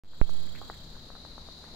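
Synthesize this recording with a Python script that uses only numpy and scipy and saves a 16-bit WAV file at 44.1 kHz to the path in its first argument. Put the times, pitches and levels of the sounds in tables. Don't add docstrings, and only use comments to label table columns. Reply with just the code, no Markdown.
import sys
import numpy as np
from scipy import signal
from scipy.fft import rfft, irfft, next_fast_len
from scipy.io import wavfile
from scipy.ndimage import map_coordinates

SR = 44100
rng = np.random.default_rng(int(sys.argv[2]) if len(sys.argv) > 2 else 0)


def master(y):
    cut = np.clip(np.atleast_2d(y).T, -1, 1)
    pcm = np.round(cut * 32767)
    wavfile.write(sys.argv[1], SR, pcm.astype(np.int16))


N = 77175
TIME_S = np.arange(N) / SR


def amp(db):
    return 10 ** (np.asarray(db) / 20)


def unit(x):
    return x / np.sqrt(np.mean(x ** 2) + 1e-20)


def along(points, hz):
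    f, v = np.transpose(points)
    return np.interp(np.log(hz + 1), np.log(f + 1), v)


def level(points):
    return amp(np.interp(TIME_S, *np.transpose(points)))


def pan(db):
    return amp(np.array([[.5], [-.5]]) * db)


def bell(offset, width):
    return np.exp(-.5 * (offset / width) ** 2)


def wobble(rate_hz):
    return map_coordinates(rng.standard_normal(int(N * rate_hz / SR) + 4), [TIME_S * rate_hz])


def filtered(x, response):
    size = next_fast_len(N + SR // 4)
    return irfft(rfft(x, size) * response(np.fft.rfftfreq(size, 1 / SR)), size)[..., :N]


def noise(response):
    return unit(filtered(rng.standard_normal((2, N)), response))


# (frequency [Hz], relative density [dB])
CHORUS_SPECTRUM = [(2300, -99), (2800, -16), (3400, -12.5), (3750, 2.5), (4100, 3), (4450, 0), (4850, -5),
                   (5400, -16.5), (7200, -19), (8500, -31.5), (15500, -37)]
# (frequency [Hz], pan [dB])
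CHORUS_PAN = [(3000, 5), (4100, 0), (5500, 10.5), (7000, 12.5), (9000, -23.5), (14000, -16)]
# (time [s], level [dB])
CHORUS_ENVELOPE = [(.3, -54.5), (.9, -53.5), (1.25, -52.5), (1.75, -52)]

def cicada_chorus():
    hiss = noise(lambda f: amp(along(CHORUS_SPECTRUM, f)) * pan(along(CHORUS_PAN, f)))
    shimmer_db = 0.83 * np.array([wobble(70.5), wobble(71)]) + 0.61 * wobble(8.26)
    return level(CHORUS_ENVELOPE) * amp(shimmer_db) * hiss


# (centre [Hz], width [Hz], relative level [dB], pan [dB])
INSECT_RESONANCES = [(3304, 160, 2, -1.5), (4440, 270, 0, -5), (7270, 510, -3, 5), (12100, 1800, -12, -4),
                     (14640, 740, -10, -1.5)]
# (time [s], level [dB])
INSECT_ENVELOPE = [(.1, -57), (.4, -56), (.72, -58), (.95, -64), (1.2, -72)]

def near_insect(pulse_hz=31.9, peak_s=.025, depth=.56):
    rasp = noise(lambda f: sum(amp(db) * pan(pan_db) * bell(f - hz, width_hz) / np.sqrt(width_hz)
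                               for hz, width_hz, db, pan_db in INSECT_RESONANCES))
    pulses = 1 + depth * np.cos(2 * np.pi * pulse_hz * (TIME_S - peak_s))
    return level(INSECT_ENVELOPE) * unit(pulses) * rasp


# (multiple of firing rate, base level [dB])
ENGINE_ORDERS = [(1, -57.5), (2, -55), (3, -64), (4, -59), (6, -65)]
# (time [s], gain [dB])
ENGINE_GAIN = [(.3, -2), (.5, 0.5), (.75, -6.5), (.95, -1.5), (1.15, -3), (1.3, -2), (1.48, -1),
               (1.56, -7.5), (1.75, -3.5)]

def engine(firing_hz=38.08, drift=0.0074, waver_db=1.5):
    cycles = np.cumsum(firing_hz * (1 + drift * wobble(6.27))) / SR
    hum = sum(amp(db + waver_db * wobble(4.94)) * np.sin(2 * np.pi * (order * cycles + rng.random()))
              for order, db in ENGINE_ORDERS)
    return np.sqrt(2) * level(ENGINE_GAIN) * hum * pan(db=2.5)


# (frequency [Hz], relative density [dB])
RUMBLE_SPECTRUM = [(20, 5.5), (50, -1), (100, -10.5), (180, -6), (350, -12.5), (700, -17), (1400, -21),
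                   (2500, -28), (5000, -34), (15000, -48)]
# (frequency [Hz], coherence [0..1])
RUMBLE_COHERENCE = [(200, 0.97), (400, 0.69), (700, 0.96), (1300, 0.23), (2500, 0.058)]
# (time [s], level [dB])
RUMBLE_ENVELOPE = [(.3, -49), (.8, -50), (1.1, -50), (1.45, -49), (1.56, -50), (1.75, -47.5)]
# (time [s], gain [dB])
BASS_GAIN = [(.3, -1), (.8, 2), (1.0, 2), (1.2, 0), (1.48, -0.5), (1.58, -7.5), (1.75, -4)]

def outdoor_rumble(bass_hz=220):
    def mid_side(f):
        angle = np.arccos(along(RUMBLE_COHERENCE, f)) / 2
        return np.array([np.cos(angle), np.sin(angle)])

    mid, side = noise(lambda f: amp(along(RUMBLE_SPECTRUM, f)) * mid_side(f))
    rumble = unit(np.array([mid + side, mid - side]))
    bass = filtered(rumble, lambda f: 1 / (1 + (f / bass_hz) ** 4))
    return level(RUMBLE_ENVELOPE) * pan(db=2.5) * (rumble - bass + level(BASS_GAIN) * bass)


# (time [s], level [dB], high-pass [Hz], low-pass [Hz], pan [dB])
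HOOF_CONTACTS = [(0.1346, -39, 600, 1650, -2), (.2944, -35, 220, 1470, 6.5), (0.552, -42.5, 2500, 2190, 14),
                 (.6165, -31.5, 500, 1310, .5), (0.6171, -39.5, 500, 1230, 0), (.6191, -44, 400, 1140, -9),
                 (.7, -26, 380, 1750, 2), (0.7026, -39, 300, 1100, 9), (.967, -44, 600, 1560, 2),
                 (1.1032, -38.5, 282, 1480, 8), (1.153, -39, 504, 1720, -3), (1.2512, -37.5, 380, 1500, 5),
                 (1.3807, -35.5, 239, 1490, 8.5), (1.4876, -40, 250, 1400, 10), (1.4892, -43, 200, 990, 0),
                 (1.6418, -42, 490, 1620, 9), (1.745, -44, 300, 1000, 0)]
# (frequency [Hz], relative level [dB], T60 [s])
HOOF_MODES = [(342, -17, 0.011), (800, 0, .012), (1400, -9, 0.011), (1700, -3, .02), (1850, 5, .033)]

def hooves(ring_db=-20.5, ring_attack_s=.0005, detune=.015):
    out = np.zeros((2, N))
    for start_s, db, low_hz, top_hz, pan_db in HOOF_CONTACTS:
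        lowpass = lambda f: np.exp(-(f / top_hz) ** 5)
        impulse = signal.unit_impulse(N, round(start_s * SR))
        knock = filtered(impulse, lambda f: -1j * f ** 2 / (f ** 2 + low_hz ** 2) * lowpass(f))
        age_s = np.maximum(TIME_S - start_s, 0)
        ring = np.zeros(N)
        for hz, mode_db, t60_s in HOOF_MODES:
            decay = amp(mode_db + rng.normal(0, 2.4) - 60 * age_s / t60_s)
            cycles = hz * rng.normal(1, detune) * age_s + rng.random()
            ring += decay * lowpass(hz) ** .5 * np.sin(2 * np.pi * cycles)
        ring *= 1 - np.exp(-age_s / ring_attack_s)
        out += amp(db) * pan(pan_db) * (knock / abs(knock).max() + amp(ring_db) * ring)
    return out


# (time [s], decay [s], level [dB], centre [Hz])
HOOF_DRAGS = [(0.135, 0.023, -57, 1220), (0.288, 0.026, -59.5, 5530), (0.47, 0.0097, -55.5, 1680),
              (0.546, 0.0066, -49.5, 1850), (0.554, 0.015, -52.5, 2160), (0.573, 0.014, -50.5, 1850),
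              (0.609, 0.079, -57.5, 1110), (0.728, 0.021, -55.5, 1790), (0.944, 0.022, -58, 1400),
              (1.154, 0.011, -52, 1170), (1.636, .025, -58.5, 1800), (1.673, 0.021, -56, 1080),
              (1.727, 0.021, -58, 590)]

def scuffs(rise_s=0.0038, log_width=0.25, roughness_db=2):
    out = np.zeros((2, N))
    for start_s, decay_s, db, hz in HOOF_DRAGS:
        age_s = np.maximum(TIME_S - start_s, 0)
        stroke = (1 - np.exp(-age_s / rise_s)) * np.exp(-(age_s / decay_s) ** 2)
        mid, side = noise(lambda f: bell(np.log((f + 1) / hz), log_width))
        grit = unit(np.array([mid + .5 * side, mid - .5 * side]))
        out += amp(db - roughness_db * wobble(500)) * stroke * grit
    return out * pan(db=3.0)


def wall_echo(steps, gain_db=-14, rise_s=0.0053, t60_s=0.088):
    age_s = np.arange(SR // 4) / SR
    envelope = amp(-60 * age_s / t60_s) * (1 - np.exp(-age_s / rise_s))
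    tail = rng.standard_normal((2, len(age_s))) * envelope
    return amp(gain_db) * signal.fftconvolve(steps, tail / np.linalg.norm(tail[0]), axes=1)[:, :N]


def electrical_pop(start_s=0.2143, gain_db=-7.5, swing_s=.049, settle_s=.07, edge_hz=2360, crack_db=-25):
    age_s = np.maximum(TIME_S - start_s, 0)
    step = (age_s > 0) * (1 - age_s / swing_s) * np.exp(-age_s / settle_s)
    thump = signal.sosfilt(signal.butter(4, edge_hz, "low", fs=SR, output="sos"), step)
    return np.outer([0, 1], amp(gain_db) * (thump + amp(crack_db) * step))


# (time [s], level [dB])
SOLO_ENVELOPE = [(.8, -61.5), (1.1, -58.5), (1.28, -54.5), (1.5, -60)]

def solo_cicada(centre_hz=4010, width_hz=190):
    shrill = noise(lambda f: bell(f - centre_hz, width_hz))
    return level(SOLO_ENVELOPE) * pan(db=6) * shrill


def scene():
    steps = hooves() + scuffs()
    horses = steps + wall_echo(steps)
    return horses + cicada_chorus() + solo_cicada() + near_insect() + engine() + outdoor_rumble()


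FADE_START_S, FADE_S, STAIR_S, FADE_POWER = .0365, 0.29, .01, 0.85
OFFSET_DB, OFFSET_DECAY_S = -18.5, 0.1
BAND_LIMIT_HZ = 15800

def record(dry):
    stairs = np.ceil((TIME_S - FADE_START_S) / STAIR_S)
    fade = np.clip(stairs * STAIR_S / FADE_S, 0, 1) ** FADE_POWER
    offset = amp(OFFSET_DB) * np.exp(-TIME_S / OFFSET_DECAY_S)
    return filtered((dry + offset) * fade + electrical_pop(), lambda f: f < BAND_LIMIT_HZ)


dry = scene()
out = record(dry)
master(out)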